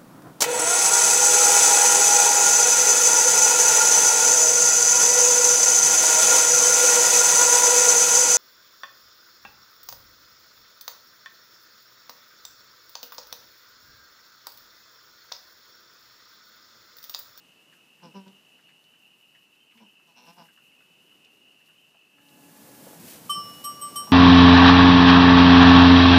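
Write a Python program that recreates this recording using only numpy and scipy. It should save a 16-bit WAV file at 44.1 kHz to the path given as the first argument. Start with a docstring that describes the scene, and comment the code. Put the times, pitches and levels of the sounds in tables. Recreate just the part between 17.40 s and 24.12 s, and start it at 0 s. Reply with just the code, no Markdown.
"""A doe murmurs to her newborn kids in a straw-bedded barn pen: short, throbbing, mostly closed-mouth
bleats, glottal pulses ringing her throat, muzzle and nose. In the pen, licks smack, straw snaps and
hooves shift; far off outside, a chorus of frogs peeps. Then a louder, rustling barn air with a faint
hum swells up, and a clapper clinks four times on a small metal bell. One small microphone hears it all."""
import sys
import numpy as np
from scipy import signal
from scipy.fft import rfft, irfft, next_fast_len
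from scipy.io import wavfile
from scipy.ndimage import uniform_filter1d

SR = 44100
rng = np.random.default_rng(int(sys.argv[2]) if len(sys.argv) > 2 else 0)


def generate_wav(sig):
    """Save sig (samples, or channels by samples) to the path in sys.argv[1] as 16-bit PCM at SR."""
    pcm = np.round(np.clip(np.atleast_2d(sig).T, -1, 1) * 32767).astype(np.int16)
    wavfile.write(sys.argv[1], SR, pcm)


N = 296335
TIME = np.arange(N) / SR
BUSY_FROM_S, BUSY_RISE_S = 4.719, 0.74   # the louder barn air swells up evenly, then stays

# Throbs of the doe's voice: t/s, push length/s, f/Hz, glide/(octaves per s), roughness/0-1,
# jaw opening/0-1, relative level/dB of nose, mouth and muzzle, muzzle resonance/Hz
THROBS = [(0.608, 0.054, 163.3, -3, 0.46, 0.04, -49, -50, -61, 5170),
          (.733, 0.042, 194.7, -0.8, 0.16, 0.23, -42.5, -46, -61.5, 5200),
          (0.858, 0.012, 193.6, 0.5, 0.46, 0, -49, -53.5, -76.5, 5400),
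          (2.342, 0.018, 114.4, 0, 0.31, 0.37, -60.5, -68, -81, 5480),
          (2.388, 0.041, 106.8, -3, 0.66, 0.4, -55, -58.5, -71, 5370),
          (2.656, 0.047, 164.9, -1.14, 0.48, 1, -73, -66, -72, 5800),
          (2.748, 0.049, 118.1, 0.1, .42, 1, -66.5, -59, -61, 5406),
          (2.801, .048, 120.5, 0, .45, 0.79, -65.5, -60.5, -66.5, 5554),
          (2.85, .05, 170.2, 0.5, .42, 0.76, -58, -53.5, -60.5, 5200),
          (2.952, .063, 169, -.5, 0.5, 0.9, -57, -51, -62.5, 5000),
          (6.660, 0.024, 205.3, 0, 0.41, 0.89, -65, -48, -61, 5506),
          (6.693, 0.025, 201.2, -1.5, 0.13, 0.01, -38, -48, -67, 5370)]


def from_db(db):
    """Decibels to gain."""
    return np.exp(np.asarray(db) * (np.log(10) / 20))


def unit_rms(x):
    """Scale to unit rms."""
    return x / np.sqrt(np.mean(x ** 2) + 1e-20)


def hold_level(x, size=1200, floor=1e-12):
    """Hold a signal near unit rms over a sliding window of samples."""
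    return x / np.sqrt(uniform_filter1d(x * x, size=size) + floor)


def ramp(start_s, length_s):
    """Rise evenly from zero to one."""
    return np.clip((TIME - start_s) / length_s, 0, 1)


def swell(middle_s, half_s, db):
    """A gain that rises and falls smoothly about a moment."""
    return from_db(db) * np.exp(-((TIME - middle_s) / half_s) ** 2)


def drift(rate_hz):
    """Smooth random wander of spread one."""
    knots = rng.standard_normal(int(N / SR * 400) + 2)
    slow = signal.sosfiltfilt(signal.butter(2, rate_hz, fs=400, output="sos"), knots, padtype="even")
    return np.interp(TIME, np.arange(len(slow)) / 400, unit_rms(slow))


def band(x, low_hz, high_hz, order):
    """Butterworth band-pass."""
    edges = [low_hz, min(high_hz, .45 * SR)]
    return signal.sosfilt(signal.butter(order, edges, "band", fs=SR, output="sos"), x)


def resonate(x, hz, width_hz):
    """A resonance with gain one at its peak."""
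    r = np.exp(-np.pi * width_hz / SR)
    feedback = [1, -2 * r * np.cos(2 * np.pi * hz / SR), r * r]
    return signal.lfilter(np.array([1, 0, -1]) * (1 - r * r) / 2, feedback, x)


def noise(spectrum):
    """Noise of unit rms shaped by rows of f/Hz, level/dB, falling away past their ends."""
    hz, db = np.transpose(spectrum)
    size = next_fast_len(N, real=True)
    f = np.maximum(np.arange(size // 2 + 1) * SR / size, 1)
    skirts = 1 / np.sqrt((1 + (hz[0] / f) ** 8) * (1 + (f / hz[-1] / 1.1) ** 16))
    shape = from_db(np.interp(np.log(f), np.log(hz), db))
    return unit_rms(irfft(rfft(rng.standard_normal(size)) * skirts * shape, size)[:N])


def add(out, s, sound):
    """Mix a sound in at a time."""
    at = round(s * SR)
    out[at:at + len(sound)] += sound[:N - at]


def pen(x, wet_db, t60=0.14):
    """Boards and straw scatter the sound into a tail behind the direct path."""
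    t = TIME[:SR // 2]
    tail = band(rng.standard_normal(len(t)), 120, 4500, order=1) * from_db(-60 * t / t60) * (t > .002)
    return x + from_db(wet_db) * signal.oaconvolve(x, tail / np.linalg.norm(tail))[:N]


def board_echoes(x, bounce):
    """Quick echoes between the nearest boards spread each pulse in time without colouring it."""
    # Echoes off the boards: delay/s
    delays = (.0023, .0037, .0059)
    size = next_fast_len(N + SR // 4, real=True)
    spectrum = rfft(x, size)
    for s in delays:
        delay = np.exp(-2j * np.pi * np.arange(len(spectrum)) * round(s * SR) / size)
        spectrum = spectrum * (delay - bounce) / (1 - bounce * delay)
    return irfft(spectrum, size)[:N]


def still_air(gain_db=3.5):
    """Room tone of the quiet barn, in which a dull low rush swells once."""
    # Course of the room tone, in three stretches: t/s, level/dB before gain_db
    levels = [
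        [(0.0, -66.5), (0.55, -68.5)],
        [(1.0, -67), (1.466, -70), (2.3, -71.5)],
        [(3.2, -70.5), (3.608, -68.5), (4.7, -71)],
    ]
    # Spectrum of the room tone: f/Hz, relative level/dB
    spectrum = [(30, -25), (60, -18.5), (100, -14.5), (150, -1), (260, -2.5), (450, -7), (900, -10.5),
                (1800, -12.5), (3500, -15), (7000, -19.5), (15000, -24.5)]
    # The low rush: middle t/s, half-length/s, level/dB
    rush = (3.82, 0.31, -70.5)
    s, db = np.vstack(levels).T
    tone = from_db(np.interp(TIME, s, db) + gain_db) * noise(spectrum)
    return tone + swell(*rush) * noise([(220, 0), (400, -3), (600, -10)])


def busy_air(rumble_db=-51, rustle_db=-50.5):
    """The louder barn air swells up: an uneven rumble under a flickering rustle."""
    # Spectrum of the rumble: f/Hz, relative level/dB
    rumble_spectrum = [(24, -62), (40, -34), (92, -10), (163, 0), (259, -1.5), (371, -8), (429, -8),
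                       (503, -7), (622, -9), (950, -15), (1240, -20), (2090, -120)]
    # Spectrum of the rustle: f/Hz, relative level/dB
    rustle_spectrum = [(530, -14), (900, -4.5), (1590, -3), (1710, -6), (1850, -5), (2380, -6.5),
                       (2780, -4.5), (3320, -7), (14600, -4), (15300, -2.5)]
    rumble = from_db(rumble_db + drift(9.9)) * noise(rumble_spectrum)
    rustle = from_db(rustle_db + 0.77 * drift(37)) * noise(rustle_spectrum)
    return (rumble + rustle) * ramp(BUSY_FROM_S, BUSY_RISE_S)


def hum(hz=284, level_db=-55.5, end_s=5.62, fade_s=0.058):
    """A faint pitched hum that swells with the barn air, wavers and stops."""
    # Partials of the hum: harmonic number, relative level/dB
    partials = [(1, 0), (2, -13), (3, -6), (6, -9)]
    pitch = hz * (1 + 0.00616 * drift(2.94) + 0.0052 * drift(23.5))
    phase = 2 * np.pi * np.cumsum(pitch) / SR
    envelope = np.sqrt(ramp(BUSY_FROM_S, BUSY_RISE_S)) * (1 - ramp(end_s - fade_s, fade_s))
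    return from_db(level_db) * envelope * sum(from_db(db) * np.sin(k * phase) for k, db in partials)


def frogs(count=900, centre_hz=2800, peep_s=.11, level_db=-61.5, fade_s=0.65):
    """Far outside, frogs peep in short rising whistles, blurred by distance; they fade as the air swells."""
    peeps, t = np.zeros(N), TIME[:round(peep_s * SR)]
    waver = drift(126)
    rise = 0.0757 * (t / peep_s - .5)
    arch = np.sin(np.pi * t / peep_s)
    draws = np.hstack([rng.random((count, 2)), rng.standard_normal((count, 2))])
    for k, (when, place, pitch, size) in enumerate(draws):
        wobble = waver[int(place * (N - len(t))):][:len(t)]
        hz = centre_hz * (1 + 0.102 * np.tanh(pitch / 2) + rise + 0.01587 * wobble)
        peep = from_db(3.5 * size) * arch * np.sin(2 * np.pi * np.cumsum(hz) / SR)
        add(peeps, (k + when) / count * (N / SR - peep_s), peep)
    distant = np.roll(pen(peeps, wet_db=7, t60=1.0), -SR // 4)   # already ringing at the start
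    chorus = hold_level(distant, size=6000, floor=1e-6)
    return chorus * from_db(level_db + 1.67 * drift(11)) * (1 - ramp(BUSY_FROM_S, fade_s))


def straw_bed(level_db=-76):
    """The bedding crackles faintly throughout, louder where the animals stir it."""
    # Stirs in the straw: middle t/s, half-length/s, level/dB
    stirs = [(2.911, 0.083, -69.5), (3.05, .07, -71), (3.269, 0.09, -82), (4.274, 0.032, -75),
             (5.705, .07, -46.5)]
    envelope = sum(swell(*stir) for stir in stirs) + from_db(level_db + 2.5 * drift(12))
    flicker = from_db(0.96 * drift(51))
    return envelope * flicker * noise([(1500, -5), (5000, -8), (15000, -5)])


def contacts(events, t60, sharpness, grain_db, gain_db, cavity_db=-40):
    """Each contact is a dying cluster of tiny slips through a broad resonance; a cavity adds a ring."""
    out, t = np.zeros(N), TIME[:SR // 5]
    for s, db, hz in events:
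        slips, sizes = rng.standard_normal((2, len(t)))
        slips = slips * from_db(grain_db * sizes) * from_db(-60 * t / t60)
        burst = resonate(slips, hz, hz / sharpness) + from_db(cavity_db) * resonate(slips, hz, hz / 14)
        burst = band(burst, hz / 2, hz * 2, order=1)
        add(out, s, from_db(db + gain_db) * burst / np.abs(burst).max())
    return out


def hooves():
    """Hooves shift in the bedding with low, grainy scuffs."""
    # Hoof contacts: t/s, peak level/dB before gain_db, f/Hz
    steps = [(4.545, -53.5, 630), (5.05, -48, 298), (5.424, -49, 290), (5.465, -38, 510),
             (5.53, -38.5, 600), (5.974, -37.5, 170), (6.04, -43.5, 129), (6.458, -45.5, 191)]
    return contacts(steps, t60=0.062, sharpness=2.1, grain_db=10.5, gain_db=-2.0)


def straw_snaps():
    """Single straws break with short, bright cracks."""
    # Breaking straws: t/s, peak level/dB before gain_db, f/Hz
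    snaps = [(0.3311, -60, 4900), (0.8792, -50.5, 3280), (1.4401, -57, 3400), (2.153, -64, 3310),
             (3.8466, -52.5, 3500), (4.258, -57, 3300), (4.8858, -52.5, 3540)]
    return contacts(snaps, t60=0.043, sharpness=1.3, grain_db=6.0, gain_db=3.5)


def licks(soft_count=8, soft_db=-62.5, soft_hz=1610):
    """Wet licks ring the mouth cavity; fainter ones come at loose intervals while the barn is still."""
    # Tongue smacks: t/s, peak level/dB before gain_db, f/Hz
    smacks = [(0.3272, -54, 1630), (1.1886, -61, 1660), (1.2883, -53.5, 2060), (1.9503, -52.5, 1820),
              (2.3094, -55, 2410), (2.374, -52.5, 2370), (2.596, -61, 1406), (3.085, -55, 1572),
              (3.174, -54.5, 1430), (3.3159, -64, 2220), (3.4052, -58.5, 1510), (4.2857, -60, 1460),
              (4.7815, -57.5, 1590)]
    soft = []
    for k, (when, size, pitch) in enumerate(rng.random((soft_count, 3))):
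        s = (k + when) / soft_count * BUSY_FROM_S
        soft.append((s, soft_db + 4 * (size - .5), soft_hz * 2 ** (.7 * (pitch - .5))))
    return contacts(smacks + soft, t60=0.095, sharpness=2.6, grain_db=5.5, gain_db=3.0, cavity_db=3.5)


def bell(tick_t60=0.078, tick_swell_s=0.0086, tick_gain_db=5):
    """The clapper buzzes briefly on the rim; modes swell and die, and the close lowest pair beats."""
    # Bell modes, in groups that a blow wakes together: f/Hz, relative level/dB, t60/s, swell/s
    groups = {"hum": [(1166, .3, .58, .005), (1175.6, .3, .4, .005)], "clang": [(1173, -3, .075, .035),
              (3066, -16, .2, .02)], "sing": [(2929, -44, 4.0, .02), (5363, -20, .5, .14)],
              "ping": [(5576, -42, .6, .005)], "ting": [(8210, -32, .26, .01), (14153, -25.5, .07, .037),
              (14524, -34, .11, .035)], "chink": [(8793, -26, .18, .022)],
              "sparkle": [(11375, -41.5, .21, .007), (11160, -40, .09, .019), (13324, -42, .13, .027),
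              (13620, -52, .2, .004)]}
    # Clapper blows: t/s, relative level/dB of hum, clang, sing, ping, ting, chink, sparkle and tick
    blows = [(5.894, -37.5, 0.5, 0, 1, 1.5, -0.5, 1, -33), (5.937, -29, -44, -32, -6, -30, -30, -20, -65),
             (6.239, -30.5, -17, -32, 6, 2, -18, 8.5, -35),
             (6.411, -31.5, -19.5, -15.5, -7.5, 5, -17, -14, -60),
             (6.556, -31.5, -9, -26, 9, 4.5, 1.5, 5.5, -32)]
    out, t = np.zeros(N), TIME[:SR]
    for s, *group_dbs, tick_db in blows:
        for group_db, modes in zip(group_dbs, groups.values()):
            for k, (hz, mode_db, t60, swell_s) in enumerate(modes):
                envelope = from_db(group_db + mode_db - 60 * t / t60) * (1 - np.exp(-t / swell_s))
                add(out, s, (-1) ** k * envelope * np.sin(2 * np.pi * hz * t))
        envelope = from_db(tick_db + tick_gain_db - 60 * t / tick_t60) * (1 - np.exp(-t / tick_swell_s))
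        add(out, s, envelope * band(rng.standard_normal(len(t)), 3600, .45 * SR, order=1))
    return out


def throat():
    """Pitch, roughness, jaw and muzzle resonance: each throb sets them anew, and its pitch glides."""
    s, length, hz, glide, rough, jaw, *_, muzzle_hz = np.transpose(THROBS)
    k = np.maximum(np.searchsorted(s, TIME) - 1, 0)   # the current throb
    from_push_end = np.clip(TIME - s[k] - length[k], -length[k], length[k] / 2)
    pitch = hz[k] * 2 ** (glide[k] * from_push_end)
    return [uniform_filter1d(curve, size=400) for curve in (pitch, rough[k], jaw[k], muzzle_hz[k])]


def pushes(attack_share=0.74, nose_lag_s=0.0038, nose_db_per_s=270, mouth_db_per_s=330):
    """Gains of nose, mouth and muzzle: each throb swells, holds while the push lasts and dies away."""
    powers, t = np.zeros((3, N)), TIME[:SR // 2]
    paths = [(nose_lag_s, nose_db_per_s), (0, mouth_db_per_s), (0, mouth_db_per_s)]
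    for s, length, *_, nose_db, mouth_db, muzzle_db, _ in THROBS:
        attack = np.sin(np.pi / 2 * np.minimum(t / (attack_share * length), 1)) ** 2
        for power, db, (lag, release) in zip(powers, (nose_db, mouth_db, muzzle_db), paths):
            envelope = attack * from_db(db - release * np.maximum(t - length, 0))
            add(power, s + lag, envelope ** 2)
    return np.sqrt(powers)


def mouth_ring(source, jaw):
    """The throat and mouth ring; an opening jaw shifts the weight to the higher resonances."""
    # Throat resonances: f/Hz, width/Hz, relative level/dB with jaw shut and with jaw open
    formants = [(288, 61, -5, -12), (393, 50, 3.5, -6), (489, 65, 2.5, -5), (692, 83, -5.5, 2),
                (844, 95, -2.5, 4), (992, 60, 2.5, 7), (1213, 67, -11, -2.5), (1504, 130, -12, -5)]
    ring = sum((-1) ** k * from_db(shut + jaw * (wide - shut)) * resonate(source, hz, width)
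               for k, (hz, width, shut, wide) in enumerate(formants))
    return hold_level(band(board_echoes(ring, bounce=0.48), 230, 2400, order=2))


def muzzle_buzz(source, top_hz, width_hz=1100):
    """The muzzle buzzes at steady resonances and a top one that glides as the lips move."""
    # Steady muzzle resonances: f/Hz, width/Hz, relative level/dB
    formants = [(2550, 860, 1), (3800, 690, -7), (4170, 200, -6)]
    carrier = np.exp(2j * np.pi * np.cumsum(top_hz) / SR)
    lowpass = signal.butter(2, width_hz / 2, fs=SR, output="sos")
    gliding = 2 * np.real(carrier * signal.sosfilt(lowpass, source / carrier))
    steady = sum(from_db(db) * resonate(source, hz, width) for hz, width, db in formants)
    return hold_level(band(board_echoes(gliding + steady, bounce=.3), 2320, 5870, order=6))


def doe(jitter=.08, shimmer=0.68, rasp=1.8, octave_db=-15):
    """Glottal pulses ring the mouth and muzzle; the lowest partials come cleanly through the nose."""
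    pitch, rough, jaw, muzzle_hz = throat()
    cycles = np.cumsum(pitch * (1 + jitter * rough * drift(90))) / SR
    strength = np.exp(shimmer * rough * drift(115)) * np.sqrt(SR / pitch)
    pulses = np.diff(np.floor(cycles), prepend=0) * strength
    # air hisses through the folds once each cycle
    hiss = rasp * rough * rng.standard_normal(N) * np.exp(-3 * (cycles % 1))
    source = pulses + hiss
    nose = hold_level(band(resonate(source, hz=219, width_hz=53), 123, 280, order=3))
    nose += from_db(octave_db) * (1 - jaw) * np.sin(4 * np.pi * cycles)
    mouth = from_db(-0.26) * mouth_ring(source, jaw)
    muzzle = from_db(3.0) * muzzle_buzz(source, muzzle_hz)
    nose_gain, mouth_gain, muzzle_gain = pushes()
    return band(nose * nose_gain + mouth * mouth_gain + muzzle * muzzle_gain, 100, 14000, order=3)


def scene():
    """The pen, the barn air and the far frogs reach one microphone, the same on both channels."""
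    movements = licks() + straw_snaps() + hooves()
    foreground = pen(doe(), wet_db=-20.5) + pen(movements, wet_db=-13) + bell()
    background = frogs() + still_air() + straw_bed() + busy_air() + hum()
    mono = foreground + background
    return np.array([mono, mono])


def record(dry):
    """The small microphone loses the deep bass; the top is cut steeply."""
    thin = signal.sosfilt(signal.butter(1, 60, "high", fs=SR, output="sos"), dry)
    return signal.sosfilt(signal.ellip(12, .1, 80, 15300, fs=SR, output="sos"), thin)


dry = scene()
out = record(dry)
generate_wav(out)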